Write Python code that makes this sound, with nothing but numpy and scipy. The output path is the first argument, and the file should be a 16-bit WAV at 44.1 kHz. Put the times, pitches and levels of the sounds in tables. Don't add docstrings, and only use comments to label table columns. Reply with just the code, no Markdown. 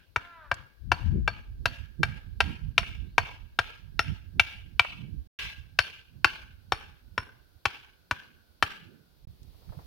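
import sys
import numpy as np
from scipy import signal
from scipy.fft import rfft, irfft
from scipy.io import wavfile
from scipy.ndimage import uniform_filter1d

SR = 44100
rng = np.random.default_rng(int(sys.argv[2]) if len(sys.argv) > 2 else 0)


def wav_record(signal):
    frames = np.transpose(np.atleast_2d(signal))
    bounded = np.clip(frames, -1, 1)
    quanta = np.round(bounded * 32767).astype(np.int16)
    wavfile.write(sys.argv[1], SR, quanta)


N = 434826
TIME = np.arange(N) / SR
PORTS = 2

# start in seconds, force in dB,
# belly in dB (the low modes of the wood), squareness in dB (a square hit is brighter), rebound delay
# in seconds, frequency favoured by the landing spot in Hz, lower and upper ping of the head in dB
BLOWS = [(0.16, 0, -6, -5.5, 0.0022, 3650.0, -14.5, -9.0), (0.514, -5, 6, -0.5, 0.0018, 1772, -9.5, -16.5),
         (0.917, 5, -8, -3.5, 0.001, 2700.0, 3, -18.5), (1.2763, -13.0, 29.5, 15.5, 0.0025, 1573, 3, -1.5),
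         (1.656, 3.5, -14.5, 0.5, 0.0011, 1364, 3.5, -14), (2.031, 0, -2, 2.5, 0.0025, 1810, -5, -4.5),
         (2.404, -2, 8, 11.5, 0.0006, 800.0, -0.5, 3.0), (2.779, -2.5, 6, 14.5, 0.0028, 3650.0, -0.5, 9.0),
         (3.18, -4, 14, 15, 0.0032, 3760, 2.5, -4), (3.5884, -3.0, 10.5, 12.5, 0.00062, 3650.0, -9, -1),
         (3.992, -1, -0.5, 8.5, 0.0015, 3650.0, -13.5, 13.5),
         (4.3958, -3.5, 5.5, 19, 0.0014, 1820, -13, -0.5),
         (4.7944, -9.0, 18.5, 24.5, 0.0013, 1860, -9.5, -21.5), (5.342, 7.5, -9.5, 11, 0.002, 2760, -8, 13),
         (5.7885, -4.0, 14, 19, 0.0007, 1780, 10, 14), (6.2444, 3, 6, 9.5, 0.0037, 1555, 5, 5.0),
         (6.72, -3.5, 12.5, 9, 0.0016, 825, 0.5, 11), (7.178, -3.5, 7.5, -2.5, 0.0023, 2336, -11, 10),
         (7.654, 1.5, -2, 6.5, 0.0023, 1155, -10, -15), (8.11, 1, -8, -1, 0.0018, 974, -22, -10),
         (8.6245, 6.5, -7, 2.5, 0.0023, 1148, -7.5, -1)]


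def hammering():
    direct, echoes = np.zeros(N), np.zeros((PORTS, N))
    for row in BLOWS:
        s, sound = blow(row)
        add(direct, s, sound)
        add(direct, *thump(row))
        add(echoes, s, nearby(sound))
        add(echoes, *echo(row, sound))
        add(echoes, *linger(row))
    return ports(direct) + echoes


# frequency in Hz, level in dB with the first grip,
# level in dB with the second grip (both before the blow's drive), t60 in seconds.
STAKE_MODES = [(687.0, -30.5, -49.5, 0.072), (813, -22.5, -22.5, 0.024), (973, -18, -24.5, 0.028),
               (1140, -34, -23, 0.028), (1370, -13, -19.5, 0.023), (1760, -28, -19.5, 0.015),
               (1870.0, -24, -32.5, 0.028), (2320, -18.5, -25, 0.031), (2700.0, -20, -25.5, 0.023),
               (3055, -30.5, -29, 0.036), (3076, -29, -26, 0.016), (3656, -31.0, -26, 0.019)]
REGRIP_S = 5.3
# time in seconds, frequency in Hz.
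MAIN_HZ = [(5.3, 1602), (6.1, 1488)]
MAIN_DB, MAIN_T60 = -15, 0.035
HEAD_HZ = [4434, 5432, 9590]
# level in dB before the blow's ping level,
# t60 in seconds.
HEAD_MODES = [(-45, 0.18), (-47, 0.096), (-68.5, 0.28)]
# frequency in Hz, relative density in dB per Hz.
CRACK_COLOUR = [(100, -21), (300, -2.5), (1400, 2.5), (3000, -7.5), (5500, -13), (7500, -27), (12000, -26),
                (16000, -36)]
FAVOUR_DB, FAVOUR_WIDTH_HZ = 7, 150


def blow(row, contact=0.0016, again=0.49, crack_db=-17.0, crack_t60=0.032, rattle=.9):
    s, *_, rebound, favoured_hz, lower_db, upper_db = row
    t = seconds(.5)
    grip_modes = [(hz, first if s < REGRIP_S else second, t60) for hz, first, second, t60 in STAKE_MODES]
    modes = sorted(grip_modes + [(*curve(MAIN_HZ, s), MAIN_DB, MAIN_T60)])
    wood = np.zeros(len(t))
    for k, (hz, db, t60) in enumerate(modes):
        favour = FAVOUR_DB * np.exp(-np.square((hz - favoured_hz) / FAVOUR_WIDTH_HZ))
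        wood += (-1) ** k * ring(t, hz, db + colour(row, hz) + favour, t60)
    second_contact = np.interp(t - rebound, t, wood, left=0)
    wood = (wood + again * second_contact) / np.hypot(1, again)

    steel = np.zeros(len(t))
    for k, (hz, (db, t60)) in enumerate(zip(HEAD_HZ, HEAD_MODES)):
        steel += ring(t, hz, db + (upper_db if k else lower_db), t60)
    steel *= 1 + rattle * noise(len(t), below(90))

    crack = noise(len(t), lambda f: read(CRACK_COLOUR, f))
    fibres = coloured(crack, lambda f: colour(row, f))
    fibres *= gain_of(crack_db) * decay(t, crack_t60)
    return s, (wood + steel + fibres) * np.minimum(t / contact, 1)


# frequency in Hz, then the slopes in dB per dB of force,
# dB per dB of belly and dB per dB of squareness.
DRIVE = [(453, 1, 0.4849, -0.2), (1020, 1, 0.5622, 0), (1630, 1, 0.1743, 0), (2490, 1, 0, 0.8944),
         (4500, 1.1, 0, 0.6481)]


def colour(row, hz):
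    f, *slopes = np.transpose(DRIVE)
    return sum(amount * read(np.transpose([f, slope]), hz) for amount, slope in zip(row[1:4], slopes))


def thump(row, db=-31.0, arrival=0.016, width=0.0082, start_hz=150, end_hz=55, sag=0.016):
    t = seconds(.125)
    hz = end_hz + (start_hz - end_hz) * np.exp(-t / sag)
    swell = np.exp(-np.square((t - arrival) / width)) * np.minimum(t / 0.013, 1)
    return row[0], gain_of(db) * swell * sine(np.cumsum(hz) / SR)


# frequency in Hz, left over right in dB.
SIDE_DB = [(80, 0.5), (350, 4.5), (1500, 4.5), (4500, 6.5), (8000, -0.5)]


def ports(x, turn_hz=8500, spread=0.23, treble_turn=1.9):
    hz = np.fft.rfftfreq(N, 1 / SR)
    lag = spread * np.minimum(hz / 2500, 1) + treble_turn / (1 + np.exp(-(hz - turn_hz) / 900))
    side = gain_of(read(SIDE_DB, hz) / 2)
    return irfft(rfft(x) * np.array([side, np.exp(-1j * lag) / side]), N)


# delay in seconds, level in dB.
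TRUNK_ECHOES = [(.024, -29.5), (.053, -33), (0.089, -34.5), (0.111, -36.5)]


def nearby(sound, db=-14, t60=0.1):
    t = seconds(.25)
    sparse = rng.random((PORTS, len(t))) < 1500 / SR
    taps = rng.standard_normal((PORTS, len(t))) * sparse * (t > .005)
    taps = gain_of(db) * evened(taps * decay(t, t60)) / np.sqrt(len(t))
    for delay, level in TRUNK_ECHOES:
        add(taps, delay, gain_of([level]))
    return through(sound, taps)


# frequency in Hz, relative density in dB per Hz.
ECHO_COLOUR = [(200, -8), (900, -14), (1250, -17.5), (1580, 3), (1900, -14), (2400, -7), (3000, -8),
               (4000, -18.5), (5500, -25), (7500, -37)]


def echo(row, sound, diffuse_db=-44, ringing_db=-22):
    taps = trunks()
    diffuse = coloured(taps, lambda f: diffuse_db + read(ECHO_COLOUR, f) + colour(row, f))
    ringing = gain_of(ringing_db) * through(sound, taps[::-1])[:, :SR] / np.sqrt(SR)
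    return row[0] + .004, (diffuse + ringing)[:, :round(.9 * SR)]


ECHO_T60 = 0.42


def trunks(build=0.12):
    t = np.arange(SR) / SR
    sparse = rng.random((PORTS, SR)) < 6000 / SR
    taps = rng.standard_normal((PORTS, SR)) * sparse
    slow_db = 1.5 * noise(SR, below(45))
    single_db = 2 * np.minimum(rng.exponential(1, (PORTS, SR)), 4)
    taps *= gain_of(slow_db + single_db)
    taps *= (1 - np.exp(-t / build)) * decay(t, ECHO_T60)
    z = signal.stft(taps, nperseg=256)[-1]
    z *= gain_of(1.8 * patches(z, frames=12))
    return evened(signal.istft(z)[-1][:, :SR])


LINGER_DB, LINGER_WIDTH_HZ, LINGER_T60 = -64, 85, 1.8


def linger(row, build=.06, growth=0.35):
    s, force, *_ = row
    t = np.arange(SR) / SR
    note = noise((PORTS, SR), around(*curve(MAIN_HZ, s), LINGER_WIDTH_HZ))
    shape = (1 - np.exp(-t / build)) * np.square(np.minimum(2 * (1 - t), 1))
    return s, note * shape * gain_of(LINGER_DB + growth * force) * decay(t, LINGER_T60)


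# start in seconds, level in dB,
# centre frequency in Hz, t60 in seconds.
TICKS = [(0.542, -40, 3870, 0.026), (2.83, -33, 1067, 0.041), (4.847, -29.5, 1080, 0.04),
         (9.431, -57.5, 4500, .026), (9.545, -63.5, 600, 0.075), (9.622, -61, 480, .18),
         (9.692, -59, 895, 0.091), (9.722, -49.5, 550, 0.2), (9.789, -49, 562, 0.13)]


def ticks(narrow_db=6):
    out, t = np.zeros((PORTS, N)), seconds(.2)
    for s, db, hz, t60 in TICKS:
        burst = noise((PORTS, len(t)), hump(hz, narrow_db))
        add(out, s, burst * gain_of(db) * decay(t, t60))
    return out


# start in seconds, end in seconds, relative level in dB.
BREEZES = [(0.962, 1.695, -44.5), (2.056, 3.0, -42), (3.89, 5.282, -49), (5.395, 5.644, -52.5),
           (6.187, 7.078, -54.5), (9.418, 9.883, -53.5)]
CALM_DB, BREEZE_RISE_S, BREEZE_FALL_S = -69, 0.2, 0.39
# middle in seconds, relative level in dB,
# half length in seconds, centre frequency in Hz.
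GUSTS = [(0.61, -55, 0.035, 76), (0.894, -41.5, 0.031, 74), (1.117, -26, 0.045, 74.5),
         (1.171, -29, 0.03, 128.4), (1.252, -29, 0.044, 69.8), (2.009, -29.5, 0.01, 119),
         (2.097, -36.5, 0.022, 76.8), (2.486, -39, 0.043, 130), (2.638, -34, 0.029, 64.6),
         (4.094, -33, 0.027, 94.4), (4.374, -36.5, 0.019, 100), (5.062, -45.5, 0.085, 121),
         (6.176, -51.5, .04, 98), (8.243, -66, 0.14, 154), (8.914, -58, 0.093, 167.4),
         (9.282, -45, 0.032, 55), (9.697, -41.5, 0.014, 80), (9.784, -40.5, 0.0073, 85)]
# frequency in Hz, relative density in dB per Hz.
RUMBLE_COLOUR = [(20, -13), (45, 5), (85, 5), (220, -12.5), (350, -20), (900, -63.5)]
VEER_S, LEFT_FIRST_DB, RIGHT_LATER_DB = 1.247, 25.5, 12.5


def wind(db=-0.5, narrow_db=7.5, split_hz=130, upper_db=-4):
    strength = gain_of(CALM_DB)
    for start, end, level in BREEZES:
        rise = np.clip((TIME - start) / BREEZE_RISE_S + 1, 0, 1)
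        fall = np.exp(-np.maximum(TIME - end, 0) / BREEZE_FALL_S)
        strength = np.maximum(strength, gain_of(level) * rise * fall)
    lumps_db = 4 * np.minimum(noise((PORTS, N), below(14)), 1.6)
    rumble = noise((PORTS, N), lambda f: read(RUMBLE_COLOUR, f))
    deep = coloured(rumble, below(split_hz))
    upper = (rumble - deep) * gain_of(upper_db)
    out = strength * gain_of(db + lumps_db) * (deep + upper)
    t = np.arange(SR) / SR - .5
    for s, level, half, hz in GUSTS:
        buffet = noise((PORTS, SR), hump(hz, narrow_db))
        add(out, s - .5, buffet * gain_of(level) * np.exp(-.5 * np.square(t / half)))
    veer = [VEER_S - BREEZE_FALL_S, VEER_S + BREEZE_FALL_S]
    pan = np.interp(TIME, veer, [LEFT_FIRST_DB, -RIGHT_LATER_DB])
    return eddies(out) * gain_of(np.array([pan, -pan]) / 2)


def eddies(x):
    z = signal.stft(x, nperseg=2048)[-1]
    z *= gain_of(3.5 * np.minimum(patches(z, frames=3), 1.6) - 1)
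    return signal.istft(z)[-1][:, :N]


# start in seconds, level in dB,
# pitch at the top of the arch in Hz.
CAW = (0.14, -52.5, 347)
CAW_LENGTH_S, CAW_RISE_S, CAW_FALL_S = 0.365, .2, 0.04
CAW_TOP_AFTER_S, CAW_SAG_HZ_PER_S2 = .11, 1200


def crow(row, throat_hz=1400, throat_width_hz=470, beak_hz=3750, beak_db=-21, rough=0.45, wet=0.5):
    s, level, top_hz = row
    t = seconds(CAW_LENGTH_S)
    turns = np.cumsum(top_hz - CAW_SAG_HZ_PER_S2 * np.square(t - CAW_TOP_AFTER_S)) / SR
    stack = np.zeros(len(t))
    for k in range(2, 13):
        harmonic = sine(k * turns + rng.random())
        waver = gain_of(4 * noise(len(t), below(16)))
        stack += harmonic * waver / np.sqrt(k)
    clear = np.sqrt(np.sin(np.pi * t / CAW_LENGTH_S))
    hoarse = (rough + 2 * (1 - clear)) * rng.standard_normal(len(t))
    drive = clear * evened(stack) + hoarse
    throat = coloured(drive, around(throat_hz, throat_width_hz))
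    beak = gain_of(beak_db) * coloured(drive, around(beak_hz, throat_width_hz))
    shape = np.minimum(t / CAW_RISE_S, 1) * np.minimum((CAW_LENGTH_S - t) / CAW_FALL_S, 1)
    voice = evened(throat + beak) * shape * gain_of(level)
    out = wet * through(voice, trunks()) / np.sqrt(SR)
    add(out, 0, voice)
    return s, out


# start in seconds, level in dB relative to CHIRP_DB.
CHIRPS = [(2.289, -7), (3.046, 0.5)]
CHIRP_HZ, CHIRP_RISE_HZ_PER_S, CHIRP_LENGTH_S, CHIRP_DB = 3550, 9600, .125, -76


def bird():
    out, t = np.zeros((PORTS, N)), seconds(CHIRP_LENGTH_S)
    turns = np.cumsum(CHIRP_HZ + CHIRP_RISE_HZ_PER_S * t) / SR
    whistle = sine(turns) * signal.windows.tukey(len(t))
    far = through(whistle, trunks()) / np.sqrt(SR)
    add(far, 0, whistle)
    for s, db in CHIRPS:
        add(out, s, gain_of(CHIRP_DB + db) * far)
    return out


# frequency in Hz, relative density in dB per Hz.
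AIR_COLOUR = [(400, 4), (1100, -6), (2000, -10), (4500, -3.5), (7500, -19.5), (12000, -10.5)]
# time in seconds, level in dB.
AIR_DB = [(0, -70.5), (9.2, -67.5), (9.8, -60.5)]


def air():
    return noise((PORTS, N), lambda f: read(AIR_COLOUR, f)) * gain_of(*curve(AIR_DB))


def gain_of(db):
    return 10 ** (np.asarray(db) / 20)


def evened(x):
    return x / np.sqrt(np.mean(x ** 2) + 1e-20)


def read(points, hz):
    f, value = np.transpose(points)
    return np.interp(np.log(hz + 1), np.log(f), value)


def curve(rows, t=TIME):
    s, *columns = np.transpose(rows)
    return [np.interp(t, s, c) for c in columns]


def add(mix, s, sound):
    part = mix[..., max(round(s * SR), 0):][..., :sound.shape[-1]]
    part += sound[..., :part.shape[-1]]


def coloured(x, db_at):
    size = x.shape[-1]
    return irfft(rfft(x) * gain_of(db_at(np.fft.rfftfreq(size, 1 / SR))), size)


def noise(shape, db_at):
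    return evened(coloured(rng.standard_normal(shape), db_at))


def ring(t, hz, db, t60):
    return gain_of(db) * decay(t, t60) * sine(hz * t)


def seconds(length):
    return np.arange(round(length * SR)) / SR


def decay(t, t60):
    return gain_of(-60 * t / t60)


def sine(turns):
    return np.sin(2 * np.pi * turns)


def below(hz):
    return lambda f: -20 * np.log10(1 + (f / hz) ** 4)


def around(hz, width):
    return lambda f: -20 * np.log10(1 + ((f - hz) / width) ** 2)


def hump(hz, narrow_db):
    return lambda f: -narrow_db * np.log2((f + 1) / hz) ** 2


def through(sound, taps):
    return signal.fftconvolve(sound[None], taps, axes=1)


def patches(z, frames):
    chance = rng.standard_normal(z.shape[1:])
    over_bins = uniform_filter1d(chance, size=3, axis=0)
    return evened(uniform_filter1d(over_bins, size=frames))


def scene(opening_db=-42):
    mix = hammering() + ticks() + wind() + bird() + air()
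    earlier = coloured(trunks(), lambda f: opening_db + read(ECHO_COLOUR, f))
    add(mix, 0, earlier[:, SR // 5:SR * 9 // 10])
    add(mix, *crow(CAW))
    return mix


# start in seconds, end in seconds.
GAPS = [(5.274, 5.389), (9.252, 9.272)]
EDGE_HZ = 16000


def record(dry):
    live = np.ones(N)
    for start, end in GAPS:
        live[(TIME > start) & (TIME < end)] = 0
    held = np.clip(dry, -1, 1) * uniform_filter1d(live, size=40)
    low_pass = signal.firwin(511, EDGE_HZ, window=("kaiser", 9), fs=SR)
    return signal.oaconvolve(held, low_pass[None], "same")


dry = scene()
out = record(dry)
wav_record(out)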